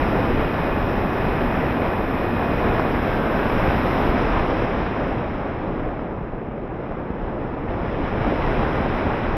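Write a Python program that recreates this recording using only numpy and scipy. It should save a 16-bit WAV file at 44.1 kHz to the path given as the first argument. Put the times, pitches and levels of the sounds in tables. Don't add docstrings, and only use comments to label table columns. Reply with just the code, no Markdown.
import sys
import numpy as np
from scipy import signal
from scipy.fft import rfft, irfft, next_fast_len
from scipy.io import wavfile

SR = 44100
rng = np.random.default_rng(int(sys.argv[2]) if len(sys.argv) > 2 else 0)


def to_wav(s):
    ch = np.atleast_2d(s).T
    pcm = np.round(np.clip(ch, -1, 1) * 32767)
    wavfile.write(sys.argv[1], SR, pcm.astype(np.int16))


N = 413195
TIME = np.arange(N) / SR
FREQS = np.maximum(np.arange(N // 2 + 1) * SR / N, 1)


def undb(db):
    return 10 ** (np.asarray(db) / 20)


def unit(x):
    return x / np.sqrt(np.mean(x ** 2))


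def curve(table):
    s, values = np.transpose(table)
    return np.interp(TIME, s, values)


def at_hz(table, hz):
    points, values = np.transpose(table)
    return np.interp(np.log(hz), np.log(points), values)


def shaped(x, gain):
    size = next_fast_len(N, True)
    size_freqs = np.arange(size // 2 + 1) * SR / size
    return irfft(rfft(x, size) * np.interp(size_freqs, FREQS, gain), size)[:N]


def resonances(x, modes):
    gain = 0
    for hz, width, db in modes:
        bell = (1 + ((FREQS - hz) / width) ** 2) ** -2.5
        gain = gain + undb(db) * unit(bell)
    return shaped(x, gain)


def walk(rate):
    steps = rng.standard_normal(N // 20)
    return np.interp(TIME * rate, np.arange(len(steps)), steps) * np.sqrt(3 / 2)


def turbulence(clump_db, clump_rate):
    return unit(rng.standard_normal(N) * undb(clump_db * walk(clump_rate)))


# t/s, rush level/dB before the trim in rush_level
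AIRFLOW = [(0.0, -20.5), (.45, -21.5), (.65, -22), (1.62, -21.5), (2.12, -23), (2.8, -21), (3.3, -21.5),
           (3.64, -20), (4.2, -20), (4.42, -20.5), (5.1, -24), (5.3, -25.5), (5.8, -28), (6.05, -30),
           (6.2, -31.2), (6.4, -32.5), (6.74, -32), (6.85, -30.5), (7.1, -31), (7.3, -29), (7.65, -29.5),
           (7.71, -26.8), (8.0, -24.5), (8.25, -22.5), (8.6, -21.5), (9.37, -23)]
# f/Hz, level gained per dB of airflow/dB
SWELL = [(60, 0.72), (150, 0.62), (500, 0.65), (1000, 1.08), (2200, 1.26), (5000, 2), (12000, 2.5)]
CRUISE_DB = -22


def swell(hz):
    return at_hz(SWELL, hz) * (curve(AIRFLOW) - CRUISE_DB)


def rush_level(hz):
    trim_db, flutter_db, flutter_rate = -0.87, 0.63, 14
    return CRUISE_DB + trim_db + swell(hz) + flutter_db * walk(flutter_rate)


# f/Hz, relative spectral level/dB
WIND = [(12, -31), (20, 2.5), (65, -2.5), (157, -4), (240, -4), (320, -4), (436, -6), (726, -8),
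        (1060, -11.5), (2570, -23.5), (2740, -27), (4000, -37), (5200, -44.5), (8800, -120)]
# middle t/s, length/s, extra rumble level/dB, extra roar level/dB
GUSTS = [(.08, .16, 3.5, 0), (.22, .07, 1, 1.8), (.36, .13, 4.5, 1), (0.484, 0.083, 6, 0.5),
         (1.11, 0.083, -4, -2), (2.666, .11, 2, 1), (3.678, 0.12, 2, 1.5), (4.086, .08, 8, -1.2),
         (4.37, .1, 5, 1.5), (4.9, .16, -3.5, -1.7), (5.18, .13, 5, -1), (5.38, 0.15, 2, -2),
         (5.69, 0.13, 3.5, 0.5), (5.85, 0.13, 3.5, .7), (6.99, .05, 1, 0.5), (7.23, .08, 6, -0.5),
         (7.498, 0.05, -2.5, 0.5), (7.71, 0.062, 6.5, 0), (7.88, 0.15, 3.5, -2), (8.02, .07, 6.5, 0.3),
         (8.11, .08, 0, -2.5), (8.18, .07, 6, -0.5), (8.268, 0.12, 3, 1.5), (8.375, 0.055, 1, -0.5),
         (8.47, 0.064, 6, 0), (8.593, 0.14, 5, 0.7), (9.08, .06, 3, 1.5), (9.307, .14, 4, -1)]
ROAR_HZ = 1400
GUST_OCTAVES = 0.7


def wind():
    rumble, roar = np.zeros((2, N))
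    for middle, length, rumble_db, roar_db in GUSTS:
        gust = np.exp(-(2 * (TIME - middle) / length) ** 2)
        rumble += rumble_db * gust
        roar += roar_db * gust

    pressure = turbulence(clump_db=0.7, clump_rate=400)
    colour = undb(at_hz(WIND, FREQS))
    rush_rms = np.sqrt(np.mean(colour ** 2 * (FREQS > 150) * (FREQS < 1200)))
    buffet_rms = np.sqrt(np.mean(colour ** 2 * (FREQS > 20) * (FREQS < 80)))
    lowest_hz = 62.5
    octave = np.clip(np.log2(FREQS / lowest_hz), 0, 6)

    buffet_db, heave_db, heave_rate = -29.5, 0.1, 6
    buffet_level = buffet_db + swell(lowest_hz) + rumble + heave_db * walk(heave_rate)
    buffet = shaped(pressure, colour * np.maximum(1 - octave, 0)) / buffet_rms
    out = buffet * undb(buffet_level)

    for k in range(1, 7):
        hz = lowest_hz * 2 ** k
        band = shaped(pressure, colour * np.maximum(1 - abs(octave - k), 0)) / rush_rms
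        gust_rumble = rumble * np.exp(-(k / GUST_OCTAVES) ** 2)
        gust_roar = roar / (1 + (hz / ROAR_HZ) ** 2)
        out += band * undb(rush_level(hz) + gust_rumble + gust_roar)
    return out


# f/Hz, width f/Hz, level relative to the rush/dB
SEAMS = [(5105, 1030, -35.5), (6940, 580, -61.5), (9040, 780, -53.5), (10800, 1500, -50.5),
         (13000, 1000, -55), (15100, 900, -68)]


def seam_hiss():
    flutter_db, flutter_rate = 1.2, 30
    flutter = flutter_db * walk(flutter_rate)
    loud_level = rush_level(SEAMS[0][0]) + flutter / 2
    thin_level = rush_level(SEAMS[-1][0]) + flutter
    loud = resonances(rng.standard_normal(N), SEAMS[:1]) * undb(loud_level)
    thin = resonances(rng.standard_normal(N), SEAMS[1:]) * undb(thin_level)
    return loud + thin


# t/s, push level/dB, half width of the push/s, suction as a share of the push
POPS = [(1.772, -11.5, .0003, .9), (2.7944, -12, .0004, .7), (2.7973, -3, .00025, .1),
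        (2.854, -11.5, .00025, .4), (3.4568, -9, .0002, .1), (3.6027, -7, .0003, .5),
        (5.0215, -13.5, .0004, 1), (5.4555, -15.5, .0005, .9), (5.994, -17, .0002, .8),
        (6.4865, -19, .0011, .6), (6.922, -15.5, .0002, .1), (7.1048, -13, .0008, .7),
        (7.215, -18, .0002, .2), (7.665, -20, .0003, .6), (7.8333, -15, .0011, .7), (8.322, -11, .0004, 1),
        (8.594, -12.5, .0012, 1), (8.861, -12.5, .0004, 1.1), (9.1198, -12, .0003, .4)]
SUCTION_LAG = 2.33
SNAP_S = 0.00026


def pops():
    snap_db, swirl_db, swirl_s = -7.0, -19.5, .003
    thumps, spikes, swirl = np.zeros((3, N))
    for s, db, half_s, suction in POPS:
        near = slice(int((s - .03) * SR), int((s + .03) * SR))
        age, size = TIME[near] - s, undb(db)
        push = np.exp(-(age / half_s) ** 2)
        pull = suction * np.exp(-(age / half_s - SUCTION_LAG) ** 2)
        thumps[near] += size * (push - pull)
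        swirl[near] += size * np.exp(-(age / swirl_s) ** 2)
        spikes[int(s * SR)] += size / (1 + (half_s / SNAP_S) ** 2)
    swirls = shaped(swirl * rng.standard_normal(N), unit(undb(at_hz(WIND, FREQS))))
    seam_hz, seam_width, _ = SEAMS[0]
    snaps = resonances(spikes ** 2, [(seam_hz, seam_width, 0)])
    return thumps + undb(swirl_db) * swirls + undb(snap_db) * snaps


# t/s, shaft rate f/Hz
SHAFT = [(2.87, 118.65), (3.0, 112), (3.1, 109.2), (3.3, 105.3), (3.5, 102.6), (3.7, 96), (4.0, 77),
         (4.12, 35), (4.2, 20), (4.5, 5)]
PART_THROTTLE_DB = 1
PART_THROTTLE_HALVINGS = .25
CUT_S, CUT_DB_PER_S = 4.1, 150


def motor():
    shaft_hz = curve(SHAFT)
    angle = 2 * np.pi * np.cumsum(shaft_hz * (1 + 0.00027 * walk(9.7))) / SR
    halvings = np.log2(shaft_hz.max() / shaft_hz)
    chopping = np.minimum(halvings / PART_THROTTLE_HALVINGS, 1)
    die_away = CUT_DB_PER_S * np.maximum(TIME - CUT_S, 0)
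    drive = undb(PART_THROTTLE_DB * chopping - die_away)
    waver = undb(0.65 * walk(6.7))
    tones = (whine(angle, halvings) + bearings(angle, shaft_hz)) * waver
    return drive * (tones + switching(angle, halvings) + wing_boom() + sizzle(angle))


# multiple of the shaft rate, rms level at full speed/dB,
# level lost per halving of speed/dB
WHINE = [(2, -43, 20), (21, -46.5, 130), (42, -70, 130)]


def whine(angle, halvings):
    tones = sum(undb(db - fade * halvings) * np.sin(k * angle) for k, db, fade in WHINE)
    return np.sqrt(2) * tones


BEARINGS = [14.56, 15.89]
# f/Hz, rms level/dB
FUSELAGE = [(900, -76), (1420, -60), (1520, -39), (1600, -41), (1730, -45.5), (1890, -48.5)]


def bearings(angle, shaft_hz):
    tones = sum(undb(at_hz(FUSELAGE, k * shaft_hz)) * np.sin(k * angle) for k in BEARINGS)
    return np.sqrt(2) * tones


# multiple of the shaft rate above it, rms level at full speed/dB
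SWITCHING = [(0, -80), (10, -80), (11, -73.5), (12, -77), (14, -77), (19, -84), (23, -86), (27, -74.5),
             (31, -87), (33, -80), (37, -78)]
SWITCH_HZ = 7989


def switching(angle, halvings):
    carrier = 2 * np.pi * SWITCH_HZ * TIME
    tones = 0
    for k, db in SWITCHING:
        phase = rng.uniform(0, 2 * np.pi)
        tones = tones + undb(db) * np.sin(carrier + k * angle + phase)
    return np.sqrt(2) * tones * undb(-14 * halvings)


# f/Hz, width f/Hz, level relative to SIZZLE_DB/dB
CAN = [(8950, 800, -26), (12070, 1600, 0.5), (15400, 700, -16.5)]
SIZZLE_DB = -62


def sizzle(angle):
    pulse = 1 + 0.56 * np.cos(2 * angle)
    return undb(SIZZLE_DB) * resonances(rng.standard_normal(N), CAN) * pulse


# f/Hz, width f/Hz, rms level/dB
WING = [(251, 99, -33.5)]


def wing_boom():
    heave_db, heave_rate = 2.5, 7.5
    surges = unit(undb(heave_db * walk(heave_rate)))
    return resonances(rng.standard_normal(N), WING) * surges


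def scene():
    return (wind() + seam_hiss() + pops() + motor())[None]


# f/Hz, width f/Hz
DEAD_SPOTS = [(4500, 640), (6520, 500), (7420, 600), (8220, 200), (9780, 500)]
TOP_HZ = 15800


def record(dry):
    for hz, width in DEAD_SPOTS:
        dry = signal.lfilter(*signal.iirnotch(hz, hz / width, fs=SR), dry)
    heard = dry + undb(-91.5) * rng.standard_normal(dry.shape)
    top_cut = signal.ellip(8, .2, 70, TOP_HZ, fs=SR, output="sos")
    return signal.sosfilt(top_cut, heard)


dry = scene()
out = record(dry)
to_wav(out)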